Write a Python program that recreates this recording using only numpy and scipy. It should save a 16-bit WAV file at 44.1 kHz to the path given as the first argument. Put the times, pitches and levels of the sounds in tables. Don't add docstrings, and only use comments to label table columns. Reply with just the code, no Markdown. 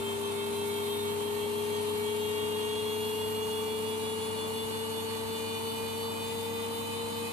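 import sys
import numpy as np
from scipy import signal
from scipy.fft import rfft, irfft
from scipy.io import wavfile

SR = 44100
rng = np.random.default_rng(int(sys.argv[2]) if len(sys.argv) > 2 else 0)


def log_audio(samples):
    frames = np.atleast_2d(samples).T
    limited = np.clip(frames, -1, 1)
    pcm = np.round(limited * 32767).astype(np.int16)
    wavfile.write(sys.argv[1], SR, pcm)


N = 322812
TIME = np.arange(N) / SR

START_HZ, SPIN_UP_HZ_PER_S = 402.77, 8.378
UNBALANCE_LEFT_DB, UNBALANCE_RIGHT_DB = -36, -52.5
BALL_TURNS, BALL_LAG_PER_S = 2.212, .003585
CAGE_TURNS = .424
FAN_HZ, FAN_SWELL_S = 228.7, 7.015
FAN_LAG_S = .0003
VANE_HZ = 47.6
TOP_HZ = 14200

# frequency in Hz, left and right level in dB per Hz.
AIR_SPECTRUM = [(25, -102, -100), (40, -87, -87), (64.6, -93, -75.5), (131, -77.5, -71), (280, -72, -76),
                (370, -75.5, -75.5), (523, -76.5, -77.5), (755, -80, -76), (880, -78, -72),
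                (1190, -77, -71), (1185, -79.5, -74.5), (1750, -85, -84)]
# multiple of the blade rate, left and right level in dB, left lead in radians.
FAN_HARMONICS = [(1, -51.7, -42.7, -.7), (2, -53, -49, -.5), (3, -64, -58.5, -1.5), (4, -54.4, -47.9, -1.5),
                 (5, -72, -61, -.4), (6, -71, -71, 3)]
# pitch in Hz, left and right level in dB, left lead in radians.
MAINS_TONES = [(100.1, -58.5, -46.0, -0.12), (200, -61, -56, 0.38), (299, -62, -52, -0.55),
               (405, -57.5, -69, 0.16), (603, -100, -81, -1)]
MOTOR_TONES = [(238.1, -63, -65, -.1), (523.6, -66, -73, .3), (571.3, -64.5, -72, .3),
               (619.1, -67.5, -65.5, 0), (645, -70, -69, 0), (785.6, -65, -58.5, 2.9),
               (809.5, -64.5, -61, 2.3), (833.1, -69.8, -62, -3.1), (857, -69, -66, 0), (862, -63, -62, .3),
               (885.55, -46.3, -48.6, 1.4), (1085.4, -64, -65, 1.8), (1095, -66, -80, .2)]
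WHISTLE_TONES = [(7576, -68, -82, 0), (7670, -66, -82, -.4)]
# start in seconds, level in dB before the housing colours it.
TICK_CUES = [(3.183, -44)]
# centre in Hz, width in Hz, gain in dB, seconds to die away by 60 dB.
HOUSING_MODES = [(2950, 700, 3.5, 0.056), (3900, 900, -4, .04)]
# frequency in Hz, left and right level in dB per Hz.
HISS_SPECTRUM = [(2404, -81.5, -80.5), (3180, -81.5, -83.5), (4570, -85, -88.5), (4700, -88.5, -91),
                 (6400, -93, -91), (7980, -85.5, -91), (9020, -78.5, -90.5), (10160, -84.5, -102),
                 (10730, -81, -96), (12200, -93.5, -89), (12960, -99, -88), (14300, -103, -100)]

# time in seconds, left and right level in dB, left lead in radians.
BALL_2860 = [(0.0, -49, -63.7, 0), (0.1, -57.7, -68.6, 2.6), (0.31, -74.4, -68.9, 4.3),
             (0.41, -61.5, -64.3, 3), (0.58, -68.7, -66.4, 7), (0.68, -60.8, -73.0, 4),
             (0.99, -58.3, -54.6, 4), (1.16, -72.4, -67.6, 6), (1.26, -64.7, -57.9, 4.4),
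             (1.39, -67, -51.7, 5), (2.35, -45, -47.5, 1.5), (3.16, -51.7, -44, 0.6), (3.5, -52, -44, 0.6),
             (3.78, -60.7, -46, 1.6), (4.35, -50.1, -45.1, 1.4), (5.03, -51.1, -46.5, 1.3),
             (5.2, -60, -49.3, 1.5), (5.44, -49, -44.5, 1.0), (5.88, -51.9, -47.5, 0),
             (5.99, -60, -46.1, -0.4), (6.22, -50.8, -47, -1.0), (6.39, -49.4, -56.1, -4),
             (6.97, -49.5, -45, -5), (7.32, -52, -53, -5)]
BALL_3810 = [(0.0, -51, -48.5, -1.9), (0.51, -55.9, -49, -2), (1.02, -50, -45.5, -1.9),
             (1.16, -59, -57.1, -2.5), (1.33, -58.9, -51, -2.5), (1.63, -60.5, -55, -5),
             (2.07, -57.2, -54, -3.5), (2.28, -54.6, -49, -8), (3.03, -56.6, -56, -8.2),
             (3.3, -66.9, -63.9, -9), (3.81, -58.2, -59.8, -9.9), (3.95, -71.9, -58, -9),
             (4.05, -59.0, -56.1, -12.5), (4.29, -61, -63, -12.2), (4.46, -73.8, -58.0, -15),
             (4.56, -58.7, -58.5, -12), (4.69, -57.8, -58.1, -14.4), (5.2, -64, -54.1, -17.5),
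             (6.19, -53.8, -55.6, -20.5), (6.36, -66, -50, -15), (6.53, -54.7, -57, -19),
             (6.87, -62.2, -49, -18.0), (7.04, -51, -52.2, -17.5), (7.32, -53.6, -51, -19)]
RACE_1120 = [(0, -71, -62, -1.5), (4.2, -70, -64, -1.5), (5.6, -61, -56, -1), (7.3, -61, -57.5, -1)]
RACE_1480 = [(0, -61, -59, -1.8), (1, -65, -58, -1.5), (1.6, -72, -71, -2), (4, -72, -69, -2),
             (4.7, -62, -61, -2), (7.3, -71, -68, -2)]
RACE_1900 = [(0, -70, -66, -3), (1, -66, -59, -2.5), (2.4, -63, -56, -2.5), (3.1, -73, -70, -3),
             (4, -74, -68, -3), (4.6, -64, -62, -3), (7.3, -62, -56, -3)]
RACE_2350 = [(0.0, -64.1, -53, 1.9), (0.88, -67.1, -50, 2.0), (1.63, -56, -57, 1.7),
             (2.01, -60.4, -50.8, 1.5), (2.38, -53, -53, 2.5), (3.27, -61, -60, 1.9),
             (3.84, -51.5, -62, 1.4), (4.25, -54.6, -69, 3.2), (5.44, -61, -51.5, 5.2),
             (6.19, -53.1, -54, 5.8), (6.53, -55.9, -55.9, 5.2), (7.32, -53.5, -51, 4.8)]
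RACE_2830 = [(0.0, -55, -51.5, 2.7), (1.38, -66, -56, -3.5), (2.22, -61.8, -57, 0.5),
             (3.06, -62.4, -65.5, 1), (3.55, -57, -59, 1), (3.75, -68, -69, 0), (5.03, -57, -61, 1),
             (6.66, -58, -62, -4), (7.3, -56, -57, 1.5)]
RACE_3150 = [(0.0, -62.0, -64.6, 0.9), (0.65, -74.2, -69.5, -1), (1.12, -57.1, -58.7, 0.2),
             (1.7, -54, -64.6, 1), (2.76, -52.5, -56.0, -1.7), (3.47, -59.2, -56, -2.5),
             (3.67, -68.2, -68.4, -1.7), (4.15, -73.1, -61.3, -2), (5.61, -68.2, -61.8, -1.9),
             (6.05, -66, -66.2, -3.8), (6.43, -67.2, -69.1, -2), (6.7, -71.7, -65.5, 0),
             (7.32, -65.6, -68.5, -7)]
RACE_3400 = [(0.0, -46, -45, -0.5), (0.24, -46.3, -51, -2), (0.58, -53.1, -50, -1.0), (0.78, -45, -48, 0.9),
             (0.95, -46, -55, -2), (1.22, -56, -46.5, -1.8), (1.56, -50, -49.5, 0.8), (1.9, -51, -48, -3),
             (2.07, -52.4, -47, -1), (2.35, -46, -46.5, -0.6), (2.59, -50.1, -43.5, -1.5),
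             (3.06, -47, -44.5, 0.5), (3.3, -49, -49, -1.5), (3.61, -54.4, -45.5, -0.6),
             (4.08, -51, -48.5, 1), (4.73, -48, -48.5, -1.5), (5.07, -60, -47.5, -2),
             (5.37, -48, -53, -0.5), (5.61, -44, -51.9, -2.4), (5.85, -58, -46, -2),
             (6.12, -47.3, -49.2, -1.3), (6.43, -51.6, -49.0, -0.9), (7.21, -51, -54.6, -2.0),
             (7.32, -54.0, -55.5, -2)]
RACE_4260 = [(0.0, -57.8, -68.4, -0.7), (0.41, -58, -56, 2.5), (0.68, -48, -58, -1.5),
             (0.88, -61.7, -51, -2.9), (1.36, -55.0, -59, -5.5), (1.87, -61.8, -53, -6.4),
             (2.07, -56.1, -58.7, -6.0), (2.24, -63.8, -55, -5.2), (2.65, -60, -62, -0.5),
             (2.89, -51, -59, -1), (3.16, -61, -52, -1.5), (3.78, -58, -56, -1), (4.12, -68, -50.5, -4),
             (4.42, -52, -53, -5), (5.03, -63.4, -48.5, -4), (5.41, -52, -49.1, -4.7),
             (6.29, -57, -55, -5.5), (6.67, -66.3, -62, -6.2), (6.73, -68.1, -58, -3.9),
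             (7.32, -63.3, -57.4, -7)]
RACE_6180 = [(0, -77, -68, .8), (3.3, -71, -66, .8), (5, -63, -63.5, 1), (7.3, -66, -60, .8)]
RACE_11050 = [(0.0, -62, -67.8, -2.1), (0.48, -50.3, -65.5, -1.5), (0.85, -52, -70.8, -1.5),
              (1.43, -54, -60.6, -2.5), (1.87, -52.1, -66.9, -4), (2.69, -57.7, -61.7, -1),
              (3.16, -49, -61.7, -2), (3.47, -55, -64.6, -2), (4.08, -52, -55, -1.1),
              (4.76, -49, -60.7, -1), (4.93, -51.5, -68.8, 2), (5.27, -52, -68.6, -3),
              (5.58, -49.6, -58, -1.4), (5.88, -51, -69.2, -1.6), (6.09, -49, -64.6, -3.5),
              (6.53, -57.7, -57, -1.5), (6.84, -52, -73.3, -2.7), (7.32, -63.9, -56.0, 1)]
RACE_12950 = [(0.0, -59.2, -61, -1), (0.78, -66.8, -47, -2), (1.8, -62.7, -53, 1.5),
              (2.01, -59.1, -50.9, -0.7), (2.65, -62.2, -54.1, -0.8), (2.99, -57, -49, -1.3),
              (3.74, -66.1, -49.4, -1.9), (3.91, -61.4, -54.5, -2.5), (4.18, -71.1, -57.3, -2),
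              (4.52, -65.0, -58, -5.8), (4.73, -73.3, -55.1, -4), (4.93, -62.8, -59, -7.8),
              (5.58, -69.2, -53.2, -8.7), (6.84, -61.9, -56, -6), (7.14, -71.7, -56.2, -9),
              (7.32, -66.6, -58.5, -6.7)]
BALL_LOUD = [(3, BALL_2860), (4, BALL_3810)]
# multiple of the spin, left and right level in dB, left lead in radians.
BALL_FAINT = [(2, -66, -63, 3.5), (5, -64, -67, -2.5), (7, -62.5, -68, 2), (8, -82, -76, 0),
              (9, -72, -95, -5.5), (10, -64, -79, 0)]
# multiple of the rotor speed, cage gaps up to the twin, time of one swell in seconds,
# the twin's relative level in dB, how far it follows the load from 0 to 1, level ride.
RACE_LOUD = [(2.57, 1, .058, -12, 0, RACE_1120), (3.423, 1, .058, -9, 0, RACE_1480),
             (4.423, 1, .058, -7, 0, RACE_1900), (5.424, 1, .058, -5, 0, RACE_2350),
             (6.521, 2, .104, -2, 0, RACE_2830), (7.275, -3, .097, -11, 0, RACE_3150),
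             (7.834, 2, .104, 0, 1, RACE_3400), (9.834, 2, .076, -15, 0, RACE_4260),
             (14.25, 3, 0, -12, 0, RACE_6180), (25.5, 1, .25, -14, 0, RACE_11050),
             (29.914, 1, 0, -20, 0, RACE_12950)]
# multiple of the rotor speed, left and right level in dB, left lead in radians.
RACE_FAINT = [(3, -74, -73, -2.3), (3.81, -73, -71, -1), (4, -80, -71, -3.1), (5.168, -75, -67, 2.1),
              (6.355, -78, -70, 0.3), (6.423, -71, -67, 0.3), (6.905, -68, -70, -2.6),
              (7.75, -71, -71, -1.8), (8.841, -66, -68, -1.5), (9.964, -71, -67, -3.0),
              (9.991, -72, -67, 2.0), (10.33, -76, -75, 0), (10.7, -73, -69, 0.4), (13.8, -76, -76, 0),
              (16.664, -74, -72, 2.2), (17.586, -73, -71, -0.7), (20.291, -73, -73, -2.6),
              (21.914, -67, -76, -1.8), (23.109, -70, -76, -3.1), (24.095, -69, -83, 1.8),
              (27.241, -74, -71, -0.9), (27.5, -69, -64, -2.9), (27.918, -77, -70, -2.9),
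              (30.618, -75, -66, -1.5), (30.705, -81, -71, -1.2), (30.959, -78, -72, 2.9),
              (31.355, -77, -68, -0.5), (31.909, -78, -71, 0.1), (34.345, -71, -63, -1.0)]
# time in seconds, gap between them in Hz.
CAGE_GAP = [(0, 2.98), (.5, 3.02), (3.25, 3.05), (4.5, 2.8), (5.45, 2.63), (6.35, 2.9), (7.3, 2.6)]
# time in seconds, the twin's left and right gain in dB.
TWIN_LOAD = [(0, -3, -2.5), (1.1, -6, -4.5), (1.8, -4, -2), (2.3, -13, -10), (3.1, -10, -9), (4, -1, -2.5),
             (4.9, -3, -.5), (5.7, -9, -8), (6.6, -7, -11), (7.3, -2, -8)]
# centre in Hz, width in Hz, left and right lift in dB.
STAND_MODES = [(407.3, 20.4, 2.5, 10.5), (420.3, 17.6, 4.5, 7.5), (433.5, 16, 2, 10.5)]


def undb(db):
    return 10 ** (np.asarray(db) / 20)


def curves(table):
    times, *columns = np.transpose(table)
    return [np.interp(TIME, times, column) for column in columns]


def walk(rate):
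    knots = rng.standard_normal(int(N / SR * rate) + 2)
    fine = signal.resample_poly(knots, up=8, down=1)
    return np.interp(TIME * rate * 8, np.arange(len(fine)), fine)


def angle(hz):
    return rng.uniform(0, 2 * np.pi) + 2 * np.pi * np.cumsum(hz * np.ones(N)) / SR


def tone(phase, left_db, right_db, lead):
    phase = np.mod(phase, 2 * np.pi).astype(np.float32)
    left = undb(left_db) * np.sin(phase + np.float32(lead))
    right = undb(right_db) * np.sin(phase)
    return np.array([left, right]) * np.sqrt(2)


def stereo_noise(likeness):
    shared = np.sqrt(likeness) * rng.standard_normal(N)
    return shared + np.sqrt(1 - likeness) * rng.standard_normal((2, N))


def colour(noise, spectrum, skirt_db):
    hz, *sides = np.transpose(spectrum)
    octave, points = np.log2(np.maximum(np.fft.rfftfreq(N, 1 / SR), 1)), np.log2(hz)
    outside = np.abs(octave - np.clip(octave, points[0], points[-1]))
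    db = np.array([np.interp(octave, points, side) for side in sides]) - skirt_db * outside
    return irfft(rfft(noise) * undb(db), N) * np.sqrt(SR / 2)


def air_rush():
    rush = colour(stereo_noise(likeness=0.57), AIR_SPECTRUM, skirt_db=23.0)
    left, right = rush * undb(0.45 * walk(rate=8))
    return np.array([np.roll(left, round(FAN_LAG_S * SR)), right])


def fan_blades(rotor_angle, waver_db=0.4):
    swell_angle = np.interp(FAN_SWELL_S, TIME, rotor_angle) / 2
    blade_angle = 2 * np.pi * FAN_HZ * (TIME - FAN_SWELL_S) + swell_angle
    out = np.zeros((2, N))
    for multiple, left_db, right_db, lead in FAN_HARMONICS:
        waver = waver_db * walk(rate=6.3)
        out += tone(multiple * blade_angle, left_db + waver, right_db + waver, lead)
    return out


def backing_tones(partials, waver_db, drift_rad):
    out = np.zeros((2, N))
    for hz, left_db, right_db, lead in partials:
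        waver = waver_db * walk(rate=6.3)
        phase = angle(hz) + drift_rad * walk(rate=2.9924)
        out += tone(phase, left_db + waver, right_db + waver, lead)
    return out


def vane_wheeze():
    band = signal.butter(2, [7540, 7710], "bandpass", fs=SR, output="sos")
    ring = signal.sosfilt(band, stereo_noise(likeness=.5))
    pulsing = undb(2.8 * np.sin(2 * np.pi * 2 * VANE_HZ * TIME))
    return ring / ring.std() * pulsing * undb([[-60], [-74]])


def housing_tick():
    out = np.zeros((2, N))
    for start, level_db in TICK_CUES:
        age = np.maximum(TIME - start, 0)
        for hz, width, gain_db, t60 in HOUSING_MODES:
            band = signal.butter(2, [hz - width / 2, hz + width / 2], "bandpass", fs=SR, output="sos")
            burst = stereo_noise(likeness=0.58) * (age > 0) * np.exp(-np.log(1000) * age / t60)
            out += signal.sosfilt(band, burst) * np.sqrt(SR / 2 / width) * undb(level_db + gain_db)
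    return out


def rolling_hiss(rotor_hz, repeat=0.11):
    fresh = stereo_noise(likeness=0.056)
    finer = signal.resample_poly(fresh, up=4, down=1, axis=1)
    earlier = (np.arange(N) - SR / (CAGE_TURNS * rotor_hz)) * 4
    echo = np.array([np.interp(earlier, np.arange(len(side)), side) for side in finer])
    roughness = (fresh + repeat * echo) / np.sqrt(1 + repeat ** 2)
    flicker = undb(.5 * walk(rate=25) + .5 * walk(rate=120))
    shake = undb(np.sin(2 * np.pi * VANE_HZ * TIME))
    return colour(roughness, HISS_SPECTRUM, skirt_db=17.5) * flicker * shake


def whine(hz, left_db, right_db, lead, slip_rad, flutter_db, fade_db, scatter_rad, bend_rad=0):
    phase = angle(hz) + bend_rad + slip_rad * (walk(rate=4) + 0.5 * walk(rate=40))
    swell_db = flutter_db * walk(rate=30)
    left_db, right_db = (db + swell_db + fade_db * walk(rate=5) for db in (left_db, right_db))
    return tone(phase, left_db, right_db, lead + scatter_rad * walk(rate=2.05))


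def ball_whines(rotor_hz):
    spin_hz = rotor_hz * (BALL_TURNS - BALL_LAG_PER_S * TIME)
    out = np.zeros((2, N))
    for multiple, ride in BALL_LOUD:
        out += whine(multiple * spin_hz, *curves(ride),
                     slip_rad=0.25, flutter_db=1.35, fade_db=0.36, scatter_rad=0.086)
    for multiple, left_db, right_db, lead in BALL_FAINT:
        out += whine(multiple * spin_hz, left_db, right_db, lead,
                     slip_rad=0.84, flutter_db=3.5, fade_db=2.5, scatter_rad=1.24)
    return out


def raceway_whines(rotor_hz):
    out = np.zeros((2, N))
    load_db = np.array(curves(TWIN_LOAD))
    gap_angle = angle(*curves(CAGE_GAP))
    for multiple, gaps, swell_s, twin_db, follows_load, ride in RACE_LOUD:
        left_db, right_db, lead = curves(ride)
        twin_gain = undb(twin_db + follows_load * load_db)
        twin_angle = gaps * (gap_angle - np.interp(swell_s, TIME, gap_angle))
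        beat = (1 + twin_gain * np.exp(1j * twin_angle)) / np.hypot(1, twin_gain)
        left_throb_db, right_throb_db = 20 * np.log10(np.abs(beat))
        left_bend, right_bend = np.angle(beat)
        out += whine(multiple * rotor_hz, left_db + left_throb_db, right_db + right_throb_db,
                     lead + left_bend - right_bend, bend_rad=right_bend,
                     slip_rad=0.12, flutter_db=1.45, fade_db=0.47, scatter_rad=0.1)
    for multiple, left_db, right_db, lead in RACE_FAINT:
        out += whine(multiple * rotor_hz, left_db, right_db, lead,
                     slip_rad=0.26, flutter_db=4.5, fade_db=3.0, scatter_rad=0.72)
    return out


def rotor_tone(rotor_hz, rotor_angle):
    left_db, right_db = UNBALANCE_LEFT_DB, UNBALANCE_RIGHT_DB
    for centre, width, left_lift_db, right_lift_db in STAND_MODES:
        bell = 1 / (1 + (2 * (rotor_hz - centre) / width) ** 2)
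        left_db += left_lift_db * bell
        right_db += right_lift_db * bell
    return tone(rotor_angle, left_db, right_db, lead=-.27)


def scene():
    rotor_hz = START_HZ + SPIN_UP_HZ_PER_S * TIME
    rotor_angle = angle(rotor_hz)
    bearings = ball_whines(rotor_hz) + raceway_whines(rotor_hz) + rolling_hiss(rotor_hz)
    tick = housing_tick()
    mains = backing_tones(MAINS_TONES, waver_db=0.5, drift_rad=.05)
    motor = backing_tones(MOTOR_TONES, waver_db=0.5, drift_rad=0.078)
    wheeze = vane_wheeze() + backing_tones(WHISTLE_TONES, waver_db=3.5, drift_rad=2.1)
    fan = fan_blades(rotor_angle) + air_rush()
    return fan + mains + motor + wheeze + tick + bearings + rotor_tone(rotor_hz, rotor_angle)


def record(dry):
    return signal.sosfilt(signal.ellip(10, .2, 80, TOP_HZ, fs=SR, output="sos"), dry)


dry = scene()
out = record(dry)
log_audio(out)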